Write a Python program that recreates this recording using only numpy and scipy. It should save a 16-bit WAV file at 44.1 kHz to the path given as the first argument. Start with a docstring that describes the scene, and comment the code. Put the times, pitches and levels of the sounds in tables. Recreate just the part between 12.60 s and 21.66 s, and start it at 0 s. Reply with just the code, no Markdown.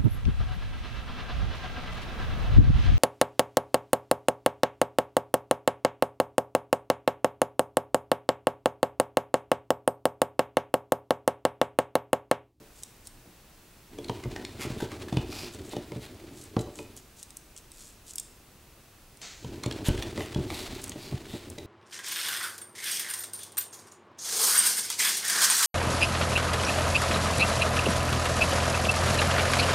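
"""Thin wooden skewers go into a fabric-covered form on a table, close-miked over steady hiss in a small room.
Skewers rub and their tips click as one is picked from the bundle. From 1.3 s hands work over the cloth:
shafts tap and ring, points scrape through the weave, and the pushes thump form and table.
Around 4.5 s the hands lift, leaving rubs and clicks in the bundle. At 6.6 s one shaft slides out,
and a second spell of pushing brings the heaviest thump, then eases off towards 9 s."""
import sys
import numpy as np
from scipy import signal
from scipy.fft import rfft, irfft
from scipy.io import wavfile
from scipy.ndimage import uniform_filter1d

SR = 44100
rng = np.random.default_rng(int(sys.argv[2]) if len(sys.argv) > 2 else 0)


def generate_wav(signal):
    """Clip the signal to [-1, 1] and save it as 16-bit WAV at the path in sys.argv[1]."""
    frames = np.transpose(np.atleast_2d(signal))
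    scaled = np.clip(frames, -1, 1) * 32767
    pcm = np.round(scaled).astype(np.int16)
    wavfile.write(sys.argv[1], SR, pcm)


N = 399546
TIME = np.arange(N) / SR

# Cue levels are set ahead of each layer's gain; spectra give tone colour only.
# room tone: (frequency [Hz], level [dB])
HUSH_SPECTRUM = [(12, -36), (20, 3.5), (124, -2.5), (184, -7.5), (212, -7), (273, -8.5), (342, -8),
                 (521, -13), (888, -15), (2310, -19.5), (2580, -17), (3060, -20.5), (8170, -23.5),
                 (15200, -25.5), (16500, -35)]
# bumps on form and table: (time [s], level [dB], centre [Hz], clack relative to thump [dB])
KNOCK_CUES = [(0.004, -51.5, 350, -23), (0.657, -52.5, 201, -6), (1.387, -38.5, 366, -1),
              (1.496, -27.5, 210, -1.5), (1.657, -29, 118, -12), (2.051, -32.5, 220, -9),
              (2.103, -31.5, 125, -8), (2.224, -26.5, 295, -8.5), (2.525, -25, 205, -8.5),
              (2.548, -31, 169, -16), (2.5707, -19.5, 141, -12), (3.133, -36.5, 310, -3),
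              (3.167, -30, 270, -1.5), (3.319, -34, 280, -7), (3.361, -33.5, 200, -9),
              (3.9665, -20, 241, -3.5), (3.986, -27.5, 250, -25), (4.071, -41, 453, -5),
              (4.192, -40, 530, -12), (6.845, -34, 120, -6), (7.062, -24, 175, -15.5),
              (7.285, -14, 107, -22), (7.578, -28.5, 408, -22), (7.76, -22.5, 146, -12),
              (7.787, -24, 146, -21), (8.081, -39, 66.4, -20), (8.358, -35.5, 286, -7),
              (8.525, -28, 131, -8), (8.737, -33.5, 304, -9), (8.98, -39, 372, -13)]
# resonances of the form on the table: (frequency [Hz], level [dB], t60 [s])
BODY_MODES = [(41, 4, 0.16), (86.6, -6.5, 0.19), (135, 0.5, 0.097), (184.7, 0.5, 0.059), (233, -0.5, 0.068),
              (292.5, 0, 0.072), (350.6, -5.5, 0.12), (434.7, -5, 0.13), (575.5, -5.5, 0.085),
              (816, -15, 0.1), (960, -2, 0.032)]
# low shudder of the loaded form: (frequency [Hz], level [dB])
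RUMBLE_SPECTRUM = [(25, -14), (42, -4), (60, -1), (84, 9), (102, 6.5), (124, 6), (160, -4.5), (215, 2.5),
                   (290, 5), (360, 6.5), (430, 1.5), (500, -8), (610, -8.5), (720, -12.5), (900, -14.5),
                   (1400, -26.5), (2500, -62)]
# hard edge of a knock: (frequency [Hz], level [dB])
CLACK_SPECTRUM = [(200, -7.5), (450, 6.5), (650, 0.5), (950, 0), (1250, -14.5), (1700, -23), (4000, -31.5),
                  (16000, -63)]
# skewers rub within the bundle: (time [s], length [s], level [dB])
RUB_CUES = [(0.127, 0.11, -56.5), (0.439, 0.042, -54.5), (2.916, 0.043, -53), (3.026, 0.086, -54.5),
            (3.723, 0.16, -53), (3.985, 0.049, -51), (4.125, 0.13, -53.5), (4.358, 0.051, -51.5),
            (4.557, 0.08, -52), (4.963, 0.034, -51.5), (5.108, 0.25, -52), (5.448, 0.088, -50.5),
            (7.257, 0.035, -41), (8.192, 0.095, -52)]
# wood brushing wood: (frequency [Hz], level [dB])
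RUB_SPECTRUM = [(1760, -27), (3000, -9.5), (4410, -5.5), (5220, -5.5), (5880, -3.5), (7510, 0.5),
                (12200, -9.5), (15100, -28), (16000, -83)]
# tips flick past each other: (time [s], level [dB], tip pitch [Hz])
CLICK_CUES = [(0.234, -27.5, 7600), (0.4713, -32, 8160), (4.366, -37, 8900), (4.629, -31, 7850),
              (4.7055, -38, 7560), (4.769, -30.5, 9300), (4.9766, -36, 8300), (5.5086, -33, 6900),
              (5.557, -25.5, 9700), (5.5824, -21.5, 7430), (5.598, -24, 9050), (6.572, -44, 8050),
              (7.0603, -32, 6800), (8.2404, -25, 9200), (8.2795, -34.5, 7510), (8.2946, -26.5, 8400),
              (8.9008, -33.5, 8400)]
# bright snap of a tip: (frequency [Hz], level [dB])
CLICK_SPECTRUM = [(800, -37), (2000, -15), (3500, -8.5), (6000, 3), (8200, 5.5), (10500, -6.5),
                  (16000, -18.5)]
# bending modes of a gripped skewer, split as it is not quite round: (multiple of pitch [ratio], level [dB])
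SKEWER_MODES = [(.51, -0.5), (.62, -18), (.87, -34), (1.0, 9), (1.18, -8), (1.8, -13)]
# spells of work: (hands land [s], hardest press [s], hands gone [s], level at hardest press [dB])
HAND_SPELLS = [(1.276, 2.13, 4.486, -37.5), (6.77, 7.45, 9.4, -36)]
# hands on fabric: (frequency [Hz], level [dB])
CLOTH_SPECTRUM = [(350, -26.5), (600, 7.5), (812, 3), (984, 2), (1390, 1), (2150, 1.5), (4460, -0.5),
                  (5330, -5), (8160, -7.5), (9760, -10), (11700, -21), (14900, -21), (16000, -9.5)]
# a shaft taps the form or its neighbours: (time [s], level [dB], shaft pitch [Hz])
TAP_CUES = [(1.386, -33, 3400), (1.445, -31, 4430), (1.484, -30.5, 4220), (1.496, -27, 3250),
            (1.6377, -30.5, 2100), (1.7623, -23.5, 1770), (1.8501, -23, 4250), (2.204, -24.5, 1710),
            (2.3177, -29, 2100), (2.484, -31, 1740), (2.5267, -31.5, 3600), (2.5701, -20.5, 3010),
            (2.7255, -30.5, 2380), (3.166, -30, 3640), (3.3192, -33, 2180), (3.9664, -25, 1410),
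            (3.992, -28.5, 4000), (4.1887, -29, 2550), (6.6167, -31, 6160), (6.8458, -36, 3170),
            (7.036, -23, 4250), (7.04, -25, 1980), (7.0611, -25.5, 4420), (7.1113, -22.5, 3290),
            (7.124, -29, 4350), (7.2900, -22, 3000), (7.377, -28, 3430), (7.424, -22.5, 3440),
            (7.5763, -23.5, 1900), (7.6066, -22, 2060), (7.7463, -25.5, 3350), (7.9026, -22.5, 2270),
            (8.319, -28, 3800), (8.984, -29, 3980)]
# woody tick of a shaft: (frequency [Hz], level [dB])
TAP_SPECTRUM = [(500, 7), (900, 12.5), (1400, 1), (2200, 6.5), (3800, 6.5), (5500, 1.5), (8000, -4),
                (11000, -13.5), (16000, -46)]
# a point goes through the cloth: (time [s], length [s], level [dB], shaft pitch [Hz])
PUSH_CUES = [(1.988, 0.084, -40.5, 2220), (2.166, 0.1, -49, 3450), (2.665, 0.25, -45.5, 4850),
             (3.099, 0.05, -48, 3730), (3.392, 0.087, -52, 3660), (7.239, 0.056, -38.5, 3250),
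             (7.413, 0.021, -48, 3500), (7.569, 0.1, -48, 2600), (7.858, 0.25, -44, 3950),
             (8.09, 0.13, -51, 3960), (8.359, 0.17, -50.5, 4600), (8.658, 0.16, -51, 3600)]
# threads grating on wood: (frequency [Hz], level [dB])
SCRAPE_SPECTRUM = [(410, -1.5), (700, 2.5), (1560, -3.5), (2130, 0), (3370, 2.5), (4150, 3), (5400, -1),
                   (6920, 0.5), (14800, -8.5), (16000, -26)]
# a shaft sliding out: (frequency [Hz], level [dB])
SLIDE_SPECTRUM = [(470, -5.5), (800, -7), (878, -10), (1060, -5), (1480, -3), (1590, -5), (2290, -0.5),
                  (2790, -4), (4340, 0.5), (5050, -4), (6310, -0.5), (7510, -3), (9050, -15), (13000, -33)]
# reverb off the walls: (frequency [Hz], level [dB])
WALL_SPECTRUM = [(60, 17), (200, -11.5), (600, 15), (2000, 9), (4000, 7.5), (9000, 3.5), (16000, -4)]
# preamp hiss: (frequency [Hz], level [dB])
HISS_SPECTRUM = [(100, -9.0), (2000, -8.5), (6000, -7.5), (11000, -5.5), (16000, -5.5)]

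CUTOFF_HZ = 16000
# a knock at FREE_RING_DB rings as long as the modes do; each RING_HALVES_DB louder halves that time
FREE_RING_DB, RING_HALVES_DB = -32.5, 15.5
REBOUND_S, REBOUND_DB = 0.016, -8


def from_db(db):
    """Decibels to gain."""
    return np.exp(np.asarray(db) * (np.log(10) / 20))


def rms_one(x):
    """Scale to unit power."""
    return x / np.sqrt(np.mean(x ** 2) + 1e-20)


def peak_one(x, size):
    """Scale so that the loudest stretch of size samples has unit power."""
    return x / np.sqrt(uniform_filter1d(x ** 2, size, mode="constant").max() + 1e-20)


def add(track, s, sound):
    """Mix a sound into a track at time s."""
    start = max(round(s * SR), 0)
    track[start:start + len(sound)] += sound[:max(N - start, 0)]


def drift(rate_hz):
    """Smooth random modulation of spread 1."""
    step, run_in = 40, 2000
    pole = np.exp(-2 * np.pi * rate_hz * step / SR)
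    noise = rng.standard_normal(N // step + run_in + 2)
    slow = signal.lfilter([1], [1, -2 * pole, pole * pole], noise)[run_in:]
    return np.interp(np.arange(N) / step, np.arange(len(slow)), rms_one(slow))


def coloured(x, spectrum, tilt_db=0, size=4096):
    """Minimum-phase EQ with the given spectrum, tilted in dB per octave; unit power."""
    octave = np.log2(np.maximum(np.arange(size // 2 + 1) * SR / size, 1))
    hz, db = np.transpose(spectrum)
    shape_db = np.interp(octave, np.log2(hz), db) + tilt_db * np.clip(octave - np.log2(hz[0]), 0, None)
    cepstrum = irfft(np.log(from_db(shape_db)))
    cepstrum[1:size // 2] *= 2
    cepstrum[size // 2 + 1:] = 0
    impulse = irfft(np.exp(rfft(cepstrum)))
    return rms_one(signal.oaconvolve(x, impulse)[:len(x)])


def room_tone(whine_hz=15692):
    """The bed: a steady low hush and a faint electronic whine."""
    hush = from_db(-55) * coloured(rng.standard_normal(N), HUSH_SPECTRUM)
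    return hush + from_db(-77) * np.sin(2 * np.pi * whine_hz * TIME)


def form_knocks(focus_db=6.0, scatter_db=-0.5, shudder_db=-18, shudder_t60=0.68, clack_t60=0.025):
    """Soft bumps wake the form's low modes, hard ones the higher and a clack; the form shudders on."""
    out, t = np.zeros(N), TIME[:SR // 2]
    hz, mode_db, t60 = np.transpose(BODY_MODES)[:, :, None]
    shudder_shape = from_db(shudder_db - 60 * t / shudder_t60) * (1 - np.exp(-t / 0.00077))
    for s, db, centre_hz, clack_db in KNOCK_CUES:
        # the firmer the push, the more the hand damps the form
        ring_t60 = t60 * max(2 ** ((FREE_RING_DB - db) / RING_HALVES_DB), 0.1)
        off_centre_db = focus_db * np.log2(hz / centre_hz) ** 2
        strength = from_db(mode_db - off_centre_db + scatter_db * rng.standard_normal(hz.shape))
        lag = rng.uniform(0, 0.0011, hz.shape)  # the bump spreads, so the modes start out of step
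        rings = strength * np.sin(2 * np.pi * hz * (t - lag)) * from_db(-60 * t / ring_t60)
        thump = peak_one(rings.sum(0) * (1 - np.exp(-t * 2 * centre_hz)), size=256)
        shudder = coloured(rng.standard_normal(len(t)), RUMBLE_SPECTRUM) * shudder_shape
        burst = rng.standard_normal(len(t)) * from_db(-60 * t / clack_t60)
        clack = from_db(clack_db) * peak_one(coloured(burst, CLACK_SPECTRUM), size=128)
        # a brief, hard blow moves too little mass to rock the table
        low_cut = signal.butter(2, centre_hz / 3.1, "high", fs=SR, output="sos")
        add(out, s, from_db(db) * (signal.sosfilt(low_cut, thump + shudder) + clack))
        rocks_back_at = s + REBOUND_S * rng.uniform(0.869, 1.15)
        add(out, rocks_back_at, from_db(db + REBOUND_DB) * signal.sosfilt(low_cut, thump))
    return out


def room_reverb(send, t60=0.49, predelay_s=0.005):
    """The walls return a short diffuse tail."""
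    t = TIME[:SR // 2]
    tail = coloured(rng.standard_normal(len(t)), WALL_SPECTRUM) * from_db(-60 * t / t60) * (t > predelay_s)
    return signal.oaconvolve(send, tail / np.sqrt(np.sum(tail ** 2)))[:N]


def friction(spectrum, per_s, spread_db, flutter_db, flutter_hz):
    """Fibres catch and let go: a rain of slips of uneven size, under a wavering pressure."""
    pressure_db = flutter_db * drift(flutter_hz)
    size_db = spread_db * np.minimum(rng.exponential(1, N), 4)
    slips = rng.standard_normal(N) * (rng.random(N) < per_s / SR)
    return coloured(slips * from_db(size_db + pressure_db), spectrum)


def bundle_rubs():
    """Skewers brush each other in airy strokes that swell and fade."""
    swells = np.zeros(N)
    for s, length, db in RUB_CUES:
        add(swells, s, from_db(db) * np.sqrt(np.hanning(round(length * SR))))
    return swells * friction(RUB_SPECTRUM, per_s=3000, spread_db=2.5, flutter_db=1.0, flutter_hz=42)


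def skewer_ring(force, hz, width_hz):
    """A force rings the bending modes of one skewer; unit power."""
    out = 0
    for k, (multiple, db) in enumerate(SKEWER_MODES):
        radius = np.exp(-np.pi * width_hz * multiple / SR)
        angle = 2 * np.pi * min(hz * multiple, CUTOFF_HZ) / SR
        mode = signal.lfilter([1, 0, -1], [1, -2 * radius * np.cos(angle), radius ** 2], force)
        out = out + (-1) ** k * from_db(db) * (1 - radius ** 2) * mode
    return rms_one(out)


def contacts(cues, spectrum, even_hz, tilt_db, width_hz, ring_db, snap_db, scuff_db, scuff_s,
             chatter_t60, spread_db):
    """Two surfaces scuff, snap together and chatter in tiny collisions, which set the skewer ringing."""
    out, lead = np.zeros(N), SR // 50
    t = TIME[:SR // 12] - lead / SR
    scuff = from_db(scuff_db) * np.exp(-np.abs(t) / scuff_s)
    chatter = from_db(-60 * np.abs(t) / chatter_t60)
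    press = np.where(t < 0, scuff, chatter)
    for s, db, hz in cues:
        force = press * rng.standard_normal(len(t)) * from_db(spread_db * rng.standard_normal(len(t)))
        force[lead] += from_db(snap_db)
        brightness = tilt_db * np.log2(hz / even_hz)  # the treble tilts up for pitches above even_hz
        touch = coloured(force, spectrum, brightness) + from_db(ring_db) * skewer_ring(force, hz, width_hz)
        add(out, s - lead / SR, from_db(db) * peak_one(touch, size=88))
    return out


def tip_clicks(slip_db=15, slip_hz=7260, scatter_octaves=0.19):
    """Tips flick past each other; one with less free length rings higher and brighter."""
    slips = []
    for s, length, db in RUB_CUES:  # every rub lets one more tip slip
        at = s + length * rng.random()
        hz = slip_hz * 2 ** (scatter_octaves * rng.standard_normal())
        slips.append((at, db + slip_db, hz))
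    return contacts(CLICK_CUES + slips, CLICK_SPECTRUM, even_hz=6720, tilt_db=17,
                    width_hz=420, ring_db=-2.5, snap_db=18.5,
                    scuff_db=-25, scuff_s=0.0041, chatter_t60=0.017, spread_db=5.5)


def hand_effort(settle_s=0.19, bear_db_per_s=4.0, ease_db_per_s=5.5, lift_s=0.18):
    """Envelope of the hands: in each spell they settle, bear down, ease off and lift."""
    out = np.zeros(N)
    for land, hardest, gone, db in HAND_SPELLS:
        touch = np.clip((TIME - land) / settle_s, 0, 1) * np.clip((gone - TIME) / lift_s, 0, 1)
        slack_db = np.maximum(bear_db_per_s * (hardest - TIME), ease_db_per_s * (TIME - hardest))
        out += touch * from_db(db - slack_db)
    return out


def form_rumble(effort):
    """Friction under the working hands makes the form rumble."""
    return effort * friction(RUMBLE_SPECTRUM, per_s=2000, spread_db=1.16, flutter_db=2.9, flutter_hz=29)


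def cloth_rustle(effort, drag_db=-9.5, settle_s=0.14):
    """Hands rub the cloth, each push drags it until it settles, and snagged threads tick."""
    drag = np.zeros(N)
    for s, length, db, _ in PUSH_CUES:
        stretch = np.clip((TIME - s) / length, 0, 1)
        release = np.exp(-np.maximum(TIME - s - length, 0) / settle_s)
        drag += from_db(db + drag_db) * stretch * release
    weave = friction(CLOTH_SPECTRUM, per_s=7600, spread_db=0, flutter_db=3.2, flutter_hz=26)
    snags = friction(SCRAPE_SPECTRUM, per_s=35, spread_db=3.5, flutter_db=-3.0, flutter_hz=8)
    return (from_db(-14.5) * effort + drag) * (weave + from_db(-16) * snags)


def shaft_taps():
    """Shafts tap the form or each other; one gripped shorter rings higher and brighter."""
    return contacts(TAP_CUES, TAP_SPECTRUM, even_hz=1790, tilt_db=3.5,
                    width_hz=165, ring_db=0, snap_db=9,
                    scuff_db=-13.5, scuff_s=0.0042, chatter_t60=0.016, spread_db=2.5)


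def push_scrapes(width_hz=520, ring_db=1, crackle_db=-7):
    """The weave grates along each skewer going in, threads snag, and the shaft lends it a pitch."""
    out = np.zeros(N)
    grating = friction(SCRAPE_SPECTRUM, per_s=9800, spread_db=3.5, flutter_db=-1.5, flutter_hz=190)
    crackle = friction(SCRAPE_SPECTRUM, per_s=350, spread_db=0, flutter_db=2.0, flutter_hz=26)
    grating += from_db(crackle_db) * crackle
    for s, length, db, hz in PUSH_CUES:
        swell = np.sqrt(np.hanning(round(length * SR)))
        drive = grating[round(s * SR):][:len(swell)]
        ring = from_db(ring_db) * skewer_ring(drive, hz, width_hz)
        add(out, s, from_db(db) * swell * (drive + ring))
    return out


def shaft_slide(at_s=6.612, db=-40, attack_s=0.012, fade_db_per_s=67):
    """One shaft is drawn out in a quick swish that fades as it slows."""
    t = np.maximum(TIME - at_s, 0)
    envelope = (1 - np.exp(-t / attack_s)) * from_db(db - fade_db_per_s * t)
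    return envelope * friction(SLIDE_SPECTRUM, per_s=13000, spread_db=0, flutter_db=-1.0, flutter_hz=65)


def scene():
    """Handling, room tone and a touch of reverb meet at one close microphone, panned centre."""
    thumps = from_db(1.46) * form_knocks()
    taps = from_db(-9) * shaft_taps()
    clicks = from_db(-5) * tip_clicks()
    pushes = from_db(0.5) * push_scrapes()
    effort = hand_effort()
    rumble = from_db(-3) * form_rumble(effort)
    cloth = cloth_rustle(effort)
    rubs = bundle_rubs()
    slide = shaft_slide()
    bed = room_tone()
    send = from_db(-16) * thumps + from_db(-8) * (taps + pushes + rubs) + from_db(-11) * clicks
    mono = bed + thumps + rubs + clicks + rumble + cloth + taps + pushes + slide + room_reverb(send)
    return np.array([mono, mono])


def record(dry):
    """The preamps add a thin hiss, opposite in polarity left and right; a steep filter cuts the top."""
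    hiss = from_db(-63.5) * coloured(rng.standard_normal(N), HISS_SPECTRUM)
    high_cut = signal.ellip(10, .1, 70, CUTOFF_HZ, fs=SR, output="sos")
    return signal.sosfilt(high_cut, dry + hiss * [[1], [-1]])


dry = scene()
out = record(dry)
generate_wav(out)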